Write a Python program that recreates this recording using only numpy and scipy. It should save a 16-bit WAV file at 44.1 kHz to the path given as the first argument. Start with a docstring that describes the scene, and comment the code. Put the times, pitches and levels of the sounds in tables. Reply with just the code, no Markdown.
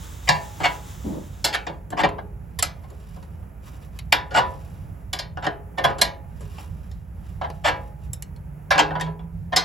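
"""Outdoors, a scissor jack standing on a truck's frame is let down with a ring wrench.
The wrench knocks and scrapes on the hex head: bursts of tiny hits ring the wrench, jack and frame.
Soft rubs are fine slips heard through the jack; one dull rub, as the hand changes its hold, is noise.
Traffic is noise plus a low drone, under thin air and a bright hiss that fades early.
Near the end a distant engine speeds up: a wavering sine that climbs in pitch."""
import sys
import numpy as np
from scipy import signal
from scipy.fft import rfft, irfft, next_fast_len
from scipy.io import wavfile

SR = 44100
rng = np.random.default_rng(int(sys.argv[2]) if len(sys.argv) > 2 else 0)


def master_out(mix):
    """Clip the mix to full scale and print it as 16-bit PCM to the path in sys.argv[1]."""
    frames = np.transpose(np.atleast_2d(mix))
    ceiling = np.clip(frames, -1, 1)
    pcm = np.round(ceiling * 32767).astype(np.int16)
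    wavfile.write(sys.argv[1], SR, pcm)


N = 425124   # length in samples

# Pitch registers of a contact, from thud, clunk, clonk, clank and clink to tick.
# Each row: lower edge in Hz, upper edge in Hz.
REGISTERS_HZ = [(130, 450), (450, 1050), (1050, 2050), (2050, 3200), (3200, 8500), (8500, 16000)]
# Knocks of the wrench on the hex head. Each row: start in seconds, chatter time in seconds, level in dB,
# brightness in dB per octave, midrange in dB, ring-out in dB, wrench note in Hz.
KNOCKS = [(.2888, 0.0035, -14, 0.5, -2.5, 1.5, 3856), (.601, 0.037, -31.5, -3, -6, -10, 1700),
          (.652, 0.00081, -28, -2.2, 6.5, 5, 1750), (1.442, 0.011, -22, 3, -9.5, 7, 4150),
          (1.547, 0.0085, -27, 1.6, -2, -3, 1800), (1.666, 0.0095, -31.5, -2.1, 1, -2.5, 3720),
          (1.904, 0.0015, -51, -0.5, -25, 6, 1652), (2.034, 0.019, -18.5, -3.1, 1.5, -5.5, 2356),
          (2.089, 0.0013, -43.5, -1, -12, -5, 2110), (2.182, 0.013, -39, -6.5, 13, -7.5, 1614),
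          (2.5883, 0.0082, -36, 4, -14, -11.5, 3500), (2.625, 0.0027, -25.5, 5.5, -9, -0.5, 1295),
          (2.902, 0.0034, -66.5, 3, -19, -13, 3560), (3.226, 0.0024, -56.5, 1.2, -10.5, -6, 1296),
          (3.989, 0.001, -49, 7.5, -1.5, -14, 2490), (4.1222, 0.004, -29, 10.5, 21.5, -5, 2245),
          (4.125, .0015, -16, 3, -0.5, -1.5, 2400), (4.307, 0.058, -35.5, -2.5, -3, 1, 1450),
          (5.13, 0.0044, -30, 3.5, -8, 2, 3430), (5.189, 0.0067, -31.5, 3.4, 0, 2.5, 4888),
          (5.371, 0.0022, -35.5, -4.5, 5.5, 2.5, 1455), (5.424, 0.012, -35, -2.8, 3, 10.5, 1500),
          (5.466, .003, -25, -2.5, -1, -5, 1808), (5.9828, 0.009, -38.5, 0.8, -12, 8.5, 1440),
          (6.0138, 0.0082, -18, 3, -9.5, -1, 4190), (6.406, 0.01, -55, -1.5, -26, 4, 1640),
          (6.582, 0.0047, -44.5, -1.5, -3.5, 1, 2690), (6.9135, 0.0026, -60, 2.5, -9.5, 0, 5560),
          (7.412, 0.0074, -31, -4.5, 11.5, 7.5, 1017), (7.439, 0.017, -34, -4, 12, -11, 1020),
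          (7.5005, 0.0011, -47.5, -1.4, -16, -23, 3430), (8.132, 0.0018, -53, 5.5, -19.5, -7, 9603),
          (8.223, 0.0011, -54, 8.5, -9.5, -9, 2917), (8.3615, .002, -64, 2, -17, -14, 4290),
          (8.706, 0.016, -16, 1.1, 4.5, 4, 1587), (8.779, 0.0025, -17.5, -0.1, 4, 5.5, 1668),
          (8.79, 0.013, -15.5, 0.1, -0.5, -4, 3156), (8.905, 0.012, -34, -6, 14, 2, 1570),
          (8.952, 0.011, -30.5, -6.5, 11, 0, 1675), (8.998, 0.0019, -37.5, 0, -4, 9.5, 1740),
          (9.009, 0.0068, -31.5, 1, -7.5, -3, 1840), (9.192, 0.0051, -50, -4, 9, 5, 3414),
          (9.561, 0.014, -18, 3.5, -4, 7, 5170)]
# Scrapes of steel sliding on steel. Each row: start in seconds, length in seconds, level in dB,
# brightness in dB per octave, midrange in dB, wrench note in Hz.
SCRAPES = [(.273, 0.008, -28.5, 3, 12, 2390), (.631, 0.037, -17, 2, 12.5, 2210),
           (1.525, 0.027, -26, 5, 11.5, 1807), (1.675, 0.033, -43, -5.5, -6.5, 2244),
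           (1.918, 0.017, -36, -8.5, 8.5, 1430), (1.968, 0.037, -25.5, -.2, 12, 1167),
           (1.986, 0.033, -23.5, -2, -2.5, 1800), (2.835, 0.013, -54, -1, 2, 1070),
           (2.904, 0.0094, -60, -9.5, 2, 1650), (3.155, 0.029, -55.5, -10, 8.5, 1400),
           (3.42, .02, -64, -6.5, 8.5, 1205), (4.338, 0.063, -14.5, -0.5, 3, 1467),
           (5.437, 0.019, -30.5, -0.1, 4.5, 1520), (5.773, .024, -26, -2.5, -2, 1800),
           (5.838, 0.016, -17, -1.4, -2, 1703), (5.875, 0.043, -35, -2, 5.5, 1640),
           (7.637, 0.063, -17, 0.6, 4, 1771), (8.746, .018, -27, -3, 1.5, 1640),
           (9.05, 0.039, -42, -5, 0, 1690), (9.521, 0.019, -26, -3, 5.5, 1820)]
# Soft strokes of the rubbing screw and wrench. Each row: middle in seconds, width in seconds, level in dB.
RUBS = [(2.92, 0.24, -61.5), (3.15, .09, -59.5), (3.675, 0.019, -49.5), (3.75, 0.017, -52),
        (3.84, 0.016, -52.5), (3.97, .025, -56), (4.55, 0.18, -54.5), (6.44, 0.056, -55.5),
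        (6.592, 0.04, -47), (6.85, 0.11, -60.5), (7.28, 0.032, -56.5), (7.56, 0.12, -59),
        (7.85, 0.037, -60.5), (8.041, .02, -56.5)]
# Level of each register in an ordinary knock. Each entry: level in dB, from thud to tick.
KNOCK_REGISTERS_DB = [-10.5, -1, -6.5, -10, -13, -21]
# Level of each register in an ordinary scrape. Each entry: level in dB, from thud to tick.
SCRAPE_REGISTERS_DB = [-10, 0, -7.5, -9, -14, -18]
# Single ringing notes (modes) of jack and frame.
# Each row: pitch in Hz, average height above the dense modes in dB, time to die by 60 dB in seconds.
FRAME_MODES = [(151.7, 11.5, 0.6), (303.5, 14.5, 0.31), (413.3, 13.5, 0.62), (537.6, 12.5, 0.53),
               (580, 8, 0.083), (678, 4.5, 0.43), (732, 10, 0.12), (836, 8, 0.85), (987.5, 12, 0.33),
               (1080, -8, 0.29), (1338, 6.5, .22), (1478, 14, 0.24), (1640, 16, 0.22), (1750, 11, 0.35),
               (1804, 5, 0.45), (2296, 12, 0.24), (2780, 11.5, .15), (3310, 2, 0.037), (4700, -9, 0.19),
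               (5413, 5, 0.011), (6200, 3.5, 0.23), (7460, 12, 0.047), (9970, 11.5, 0.031),
               (10460, 3, 0.06), (14520, 19, 0.072)]
# Overall colour of the steel. Each row: frequency in Hz, strength in dB per Hz.
STEEL_COLOUR = [(100, -11.5), (155, -10), (240, -21), (400, -13), (550, -6), (800, 1.5), (1150, -7),
                (1650, -11), (2600, -22), (4500, -10), (6200, -17.5), (8200, -25), (11000, -29.5),
                (14800, -41.5), (16000, -50.5)]
# How alike left and right are in the ringing. Each row: frequency in Hz, correlation (no unit).
RING_LIKENESS = [(130, 0.36), (300, 0.99), (640, 0.34), (1400, 0.16), (2200, .85), (4000, 1), (8000, 0.92),
                 (15000, 0.1)]
# Colour of the screw's rub, with the resonances of the arms.
# Each row: frequency in Hz, strength in dB per Hz.
SCREW_COLOUR = [(350, 6.5), (560, 6.5), (800, -2.5), (1120, 13.5), (1900, -2.5), (2700, 4), (3200, 3.5),
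                (3700, 3.5), (4800, -2), (5900, -3.5), (8000, -4), (11000, 0), (16000, -5.5)]
# Colour of the dull rub of the hand. Each row: frequency in Hz, strength in dB per Hz.
GRIP_COLOUR = [(90, -30), (150, -4.5), (225, -2.5), (300, -3.5), (450, -14), (600, -13.5), (720, -22.5),
               (900, -20.5), (1200, -31), (2000, -67)]
# Strength of the traffic's rumble and drone over time. Each row: time in seconds, change in dB.
TRAFFIC_STRENGTH = [(0, -1.5), (1.0, -2), (1.75, -3), (2.2, -2.5), (2.6, -0.5), (4.1, -3), (5.5, -1.5),
                    (6.35, -1.5), (6.62, 1.5), (7.0, .5), (8.7, -1.5), (9.1, 0.5), (9.64, -3)]
# Colour of the traffic rumble. Each row: frequency in Hz, strength in dB per Hz.
RUMBLE_COLOUR = [(15, -43), (25, -19.5), (32, -19), (42, -5), (55, -1.5), (90, 0), (125, -8.5), (165, -5.5),
                 (195, -14), (235, -30), (400, -62)]
# Colour of the thin air. 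Each row: frequency in Hz, strength in dB per Hz.
AIR_COLOUR = [(120, -18.5), (200, -4.5), (268, -11), (322, -12), (456, -13), (933, -16.5), (1080, -24),
              (1230, -20.5), (2510, -31.5), (4040, -52), (9060, -39), (11100, -33), (16000, -38)]
# Colour of the bright hiss at the start. Each row: frequency in Hz, strength in dB per Hz.
HISS_COLOUR = [(150, -35), (250, -2), (674, -11), (802, -11.5), (875, -3.5), (2490, -14.5), (3710, -10.5),
               (4260, -19.5), (6940, -11), (9010, -11.5), (10900, -16), (13200, -16), (16000, -15)]
# How alike left and right are in the background and rubs. Each row: frequency in Hz, correlation (no unit).
AIR_LIKENESS = [(60, .85), (200, 0.92), (400, 0.17), (1300, .05), (2400, 0.73), (4400, 1), (15000, 0.18)]
# Treble phase between the microphone ports. Each row: frequency in Hz, lead of the left side in radians.
PORT_PHASE = [(0, 0), (7300, 0), (8500, -2.8), (9400, -3.3), (10800, -6.1), (11600, -6.5), (12700, -9.2),
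              (13900, -9.6), (14600, -12.3), (16100, -12.7)]
# Dips of the microphone ports. Each row: centre in Hz, width in Hz.
PORT_DIPS = [(8950, 800), (9250, 800), (13150, 900), (13500, 900)]

RING_SIZE = 32768   # samples in each ringing sound
LEVEL_WINDOW_S = 0.05   # a contact's level is its energy spread over this time
MIDDLE_HZ, REACH_OCTAVES = 1467, 3   # centre and reach of the brightness tilt and midrange arch
NOTE_LIFT_DB, NOTE_LIFT_OCTAVES = 5.5, 0.6   # registers near the wrench's note stand out
# the wrench's overtone as a pitch ratio, then the height of both notes above the dense modes
OVERTONE_RATIO, NOTE_DB, OVERTONE_DB = 1.98, 19.5, 13
SCRAPE_BITE = 0.6   # under 1: a scrape takes hold quickly
SMALL_MODE_COUNT = 36
FRAME_CUT_HZ = 6200
SLIPS_PER_S, SLIP_SPREAD_DB = 630, 3   # the fine stick and slip of a rub
GRIP_START_S, GRIP_ATTACK_S, GRIP_HOLD_S, GRIP_T60_S, GRIP_DB = 1.038, 0.016, 0.13, 0.26, -29.5
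ENGINE_START_S, ENGINE_START_HZ, ENGINE_HZ_PER_S, ENGINE_ATTACK_S = 7.7, 127.7, 24, 0.26
ENGINE_LOUDEST_S, ENGINE_SWELL_S, ENGINE_DB = 9.1, 0.18, -34.5
RUMBLE_DB, AIR_DB = -36, -51.5
DRONE_HZ, DRONE_DB = 58.1, -43   # an idling engine
# the hiss sinks ever faster and is 30 dB down after HISS_FADE_S
HISS_DB, HISS_FADE_S, HISS_FADE_POWER = -43.5, 1.85, 4.7
CUTOFF_HZ = 16200


def from_db(db):
    """Turn decibels into a gain."""
    return 10 ** (np.asarray(db) / 20)


def unit(x):
    """Scale a sound to an average (rms) strength of 1."""
    return x / np.sqrt(np.mean(x ** 2) + 1e-20)


def at_hz(points, hz):
    """Read a table between its rows, on a logarithmic frequency axis."""
    f, value = np.transpose(points)
    return np.interp(np.log(hz + 1), np.log(f + 1), value)


def band_filter(x, order, edges_hz, kind):
    """Keep one part of the frequency range."""
    return signal.sosfilt(signal.butter(order, edges_hz, kind, fs=SR, output="sos"), x)


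def stereo_colour(pair, spectrum, likeness):
    """Turn two unrelated signals into left and right with a given colour and likeness."""
    size = next_fast_len(pair.shape[1] + 2048)
    hz = np.fft.rfftfreq(size, 1 / SR)
    mid, side = rfft(pair, size) * from_db(at_hz(spectrum, hz))
    alike = np.clip(at_hz(likeness, hz), -0.99, 0.99)
    shared = np.sqrt(1 + alike) * mid
    opposed = np.sqrt(1 - alike) * side * [[1], [-1]]
    return irfft(shared + opposed, size)[:, :pair.shape[1]]


def drift(rate):
    """Wander by chance: random points, rate of them per second, joined by straight lines."""
    knots = rng.standard_normal(4096)
    return np.interp(np.arange(N) / SR * rate, np.arange(len(knots)), knots)


def noise(spectrum, level_db, flutter_db, rate):
    """Make stereo noise of a given colour whose level flutters."""
    bed = stereo_colour(rng.standard_normal((2, N)), spectrum, AIR_LIKENESS)
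    return from_db(level_db) * unit(bed * from_db(flutter_db * drift(rate)))


def knocks(jacks):
    """A first hard touch, then a brief chatter as the wrench seats."""
    out, t = np.zeros((2, N)), np.arange(RING_SIZE) / SR
    for k, (s, chatter_s, level_db, bright_db, midrange_db, ring_db, note_hz) in enumerate(KNOCKS):
        clack, ring = jacks[k % len(jacks)]
        pressure = np.exp(-(t / max(chatter_s, 0.001)) ** 2)
        force = micro_impacts(pressure, per_s=2600, spread_db=-0.5)
        force[0] += 1.5   # the first touch
        body = clack + from_db(ring_db) * ring
        # a touch that is held fast leaves the wrench damped as well
        body = body + from_db(min(ring_db, 0)) * wrench(note_hz, t60=0.087)
        levels_db = contact_levels(KNOCK_REGISTERS_DB, level_db, bright_db, midrange_db, note_hz)
        add_contact(out, s, force, body, levels_db)
    return out


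def scrapes(jacks):
    """The ring of the wrench judders over the flats: the slips swell and then die away."""
    out, t = np.zeros((2, N)), np.arange(RING_SIZE) / SR
    for k, (s, length_s, level_db, bright_db, midrange_db, note_hz) in enumerate(SCRAPES):
        clack, ring = jacks[k % len(jacks)]
        progress = np.minimum(t / length_s, 1)
        pressure = np.abs(np.sin(np.pi * progress)) ** SCRAPE_BITE
        force = micro_impacts(pressure, per_s=1700, spread_db=7.5)
        body = clack + from_db(-1.0) * ring + wrench(note_hz, t60=0.14)
        levels_db = contact_levels(SCRAPE_REGISTERS_DB, level_db, bright_db, midrange_db, note_hz)
        add_contact(out, s, force, body, levels_db)
    return out


def micro_impacts(pressure, per_s, spread_db):
    """Steel on steel touches many times; the hits follow the pressure and vary in size."""
    hits = rng.random(RING_SIZE) < per_s / SR
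    direction = rng.choice([-1, 1], RING_SIZE)
    size = from_db(spread_db * rng.uniform(-1.8, 0.75, RING_SIZE))
    return pressure * hits * direction * size


def contact_levels(ordinary_db, level_db, bright_db, midrange_db, note_hz):
    """A harder touch tilts the sound upwards, a fuller one arches its middle; the note lifts its register."""
    centres_hz = np.sqrt(np.prod(REGISTERS_HZ, axis=1))
    octaves = np.log2(centres_hz / MIDDLE_HZ)
    tilt_db = bright_db * octaves
    arch_db = -midrange_db * (octaves / REACH_OCTAVES) ** 2
    from_note = np.log2(centres_hz / note_hz) / NOTE_LIFT_OCTAVES
    lift_db = NOTE_LIFT_DB * np.exp(-from_note ** 2)
    return level_db + np.array(ordinary_db) + tilt_db + arch_db + lift_db


def add_contact(out, s, force, body, levels_db):
    """Play a force through the body; place and hardness of the contact set each register's level."""
    sound = signal.fftconvolve(body, force[None], axes=1)[:, :RING_SIZE]
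    sound = stereo_colour(sound, STEEL_COLOUR, RING_LIKENESS)
    start = int(s * SR)
    for edges_hz, db in zip(REGISTERS_HZ, levels_db):
        part = unit(band_filter(sound, 3, edges_hz, "band"))
        part = from_db(db) * part * np.sqrt(LEVEL_WINDOW_S * SR / RING_SIZE)
        out[:, start:start + RING_SIZE] += part[:, :N - start]


def wrench(note_hz, t60):
    """The two bending notes this hold leaves free; the hand damps the higher one faster."""
    overtone = mode(note_hz * OVERTONE_RATIO, OVERTONE_DB, t60 * 0.5)
    return mode(note_hz, NOTE_DB, t60) + overtone


def jack():
    """One chance version of the jack: the short clack of its arms, the longer ring of frame and underbody."""
    # rows inside dense_modes: frequency in Hz, time to die by 60 dB in seconds
    clack = dense_modes([(200, 0.19), (1000, 0.061), (3000, 0.086), (11000, 0.012)])
    # the contact itself radiates a short, bright crack
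    crack = dense_modes([(2000, 0.04), (12000, 0.036)])
    clack = clack + from_db(-4.5) * band_filter(crack, 2, 2200, "high")
    ring = dense_modes([(150, 0.89), (1000, 0.34), (2800, 0.25), (7000, 0.1), (12000, 0.17)])
    # the heavy frame takes up less of the treble than of the bass
    ring = band_filter(from_db(-1.0) * ring, 1, FRAME_CUT_HZ, "low")
    for hz, db, t60 in FRAME_MODES:
        ring = ring + mode(hz, db + 0.84 * rng.standard_normal(), t60)
    # small modes of the arms get chance pitches; the higher the pitch, the shorter the ring
    small_modes_hz = np.exp(rng.uniform(np.log(2500), np.log(15500), SMALL_MODE_COUNT))
    for hz in small_modes_hz:
        ring = ring + mode(hz, 5 + rng.standard_normal(), t60=0.27 * (hz / 2500) ** -0.5)
    return clack, ring


def mode(hz, db, t60):
    """A dying sine whose resonance is db high; the two sides are a quarter turn apart in phase."""
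    t, rate = np.arange(RING_SIZE) / SR, np.log(1000) / max(t60, 0.01)
    phase = rng.uniform(0, 2 * np.pi) + np.array([[0], [np.pi / 2]])
    height = from_db(db) * 2 * rate / SR   # the faster it dies, the harder it must start
    return height * np.exp(-rate * t) * np.sin(2 * np.pi * hz * t + phase)


def dense_modes(t60_by_hz):
    """Countless overlapping modes: noise dying at its own rate in every octave, flat with height 1."""
    t, hz = np.arange(RING_SIZE) / SR, np.fft.rfftfreq(RING_SIZE, 1 / SR)
    white, out = rfft(rng.standard_normal((2, RING_SIZE))), 0
    octave = np.clip(np.round(np.log2((hz + 1) / 125)), 0, 7)
    for k in np.unique(octave):
        fade = from_db(-60 * t / at_hz(t60_by_hz, 125 * 2 ** k))
        out = out + irfft(white * (octave == k)) * fade / np.linalg.norm(fade)
    return out


def rubs(one_jack):
    """Fine slips sound through the jack; each soft stroke swells and sinks evenly about its middle."""
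    t, strokes = np.arange(N) / SR, np.zeros(N)
    for middle_s, width_s, db in RUBS:
        distance = np.minimum(np.abs(t - middle_s) / width_s, 20)
        strokes += from_db(db) / np.cosh(distance)
    hits = rng.random(N) < SLIPS_PER_S / SR
    direction = rng.choice([-1, 1], N)
    slips = hits * direction * from_db(SLIP_SPREAD_DB * rng.standard_normal(N))
    clack, ring = one_jack
    sound = signal.fftconvolve(clack + from_db(-5.5) * ring, slips[None], axes=1)[:, :N]
    return strokes * unit(stereo_colour(sound, SCREW_COLOUR, AIR_LIKENESS))


def grip():
    """A dull rub of noise as the hand changes its hold: a quick attack, a hold and a release."""
    t = np.arange(N) / SR - GRIP_START_S
    attack = np.clip(t / GRIP_ATTACK_S, 0, 1)
    released_s = np.clip(t - GRIP_ATTACK_S - GRIP_HOLD_S, 0, 1)
    level_db = GRIP_DB - 60 * released_s / GRIP_T60_S
    return attack * noise(GRIP_COLOUR, level_db, flutter_db=1.0, rate=200)


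def far_engine():
    """A far engine speeds up: its note climbs at an even rate while it swells and fades."""
    t = np.arange(N) / SR
    running_s = np.maximum(t - ENGINE_START_S, 0)
    attack = np.minimum(running_s / ENGINE_ATTACK_S, 1)
    swell = attack / np.hypot(1, (t - ENGINE_LOUDEST_S) / ENGINE_SWELL_S)
    climbing_hz = ENGINE_START_HZ + ENGINE_HZ_PER_S * running_s
    return swell * hum(climbing_hz, ENGINE_DB, waver_hz=0.58, waver_db=6.5)


def hum(hz, db, waver_hz, waver_db):
    """The exhaust note of a far engine: a sine that wavers in pitch and level on its way."""
    phase = 2 * np.pi * np.cumsum(hz + waver_hz * drift(12)) / SR
    level_db = db + waver_db * np.tanh(drift(20))
    return np.sqrt(2) * from_db(level_db) * np.sin(phase)


def traffic():
    """Rumbling noise and the drone of an idling engine rise and fall together."""
    s, db = np.transpose(TRAFFIC_STRENGTH)
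    strength_db = np.interp(np.arange(N) / SR, s, db)
    rumble = noise(RUMBLE_COLOUR, RUMBLE_DB + strength_db, flutter_db=2.5, rate=11.0)
    return rumble + hum(DRONE_HZ, DRONE_DB + strength_db, waver_hz=3.0, waver_db=1.0)


def early_hiss():
    """Bright noise that holds at first and then sinks ever faster."""
    elapsed = np.minimum(np.arange(N) / SR / HISS_FADE_S, 2)
    fade_db = 30 * elapsed ** HISS_FADE_POWER
    return noise(HISS_COLOUR, HISS_DB - fade_db, flutter_db=1.8, rate=23)


def outdoors():
    """Traffic and engine notes, stronger on the right, under thin air and the early hiss."""
    low = (traffic() + far_engine()) * from_db([[-1.8], [1.4]])   # left, right
    air = noise(AIR_COLOUR, AIR_DB, flutter_db=2.0, rate=6.4) * from_db([[-1.2], [1.0]])
    return low + air + early_hiss()


def scene():
    """Wrench work close by, traffic behind; contacts take turns through five chance versions of the jack."""
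    jacks = [jack() for _ in range(5)]
    return knocks(jacks) + scrapes(jacks) + rubs(jacks[0]) + grip() + outdoors()


def record(dry):
    """The microphone ports shift the treble's phase and notch it; peaks overload, the top is cut."""
    size = next_fast_len(N + 2048)
    turn = np.interp(np.fft.rfftfreq(size, 1 / SR), *np.transpose(PORT_PHASE))
    left = irfft(rfft(dry[0], size) * np.exp(1j * turn), size)[:N]
    x = np.array([left, dry[1]])
    for hz, width_hz in PORT_DIPS:
        x = signal.lfilter(*signal.iirnotch(hz, hz / width_hz, fs=SR), x)
    x = np.clip(x, -1, 1)
    return signal.sosfilt(signal.ellip(10, 0.2, 80, CUTOFF_HZ, fs=SR, output="sos"), x)


dry = scene()
out = record(dry)
master_out(out)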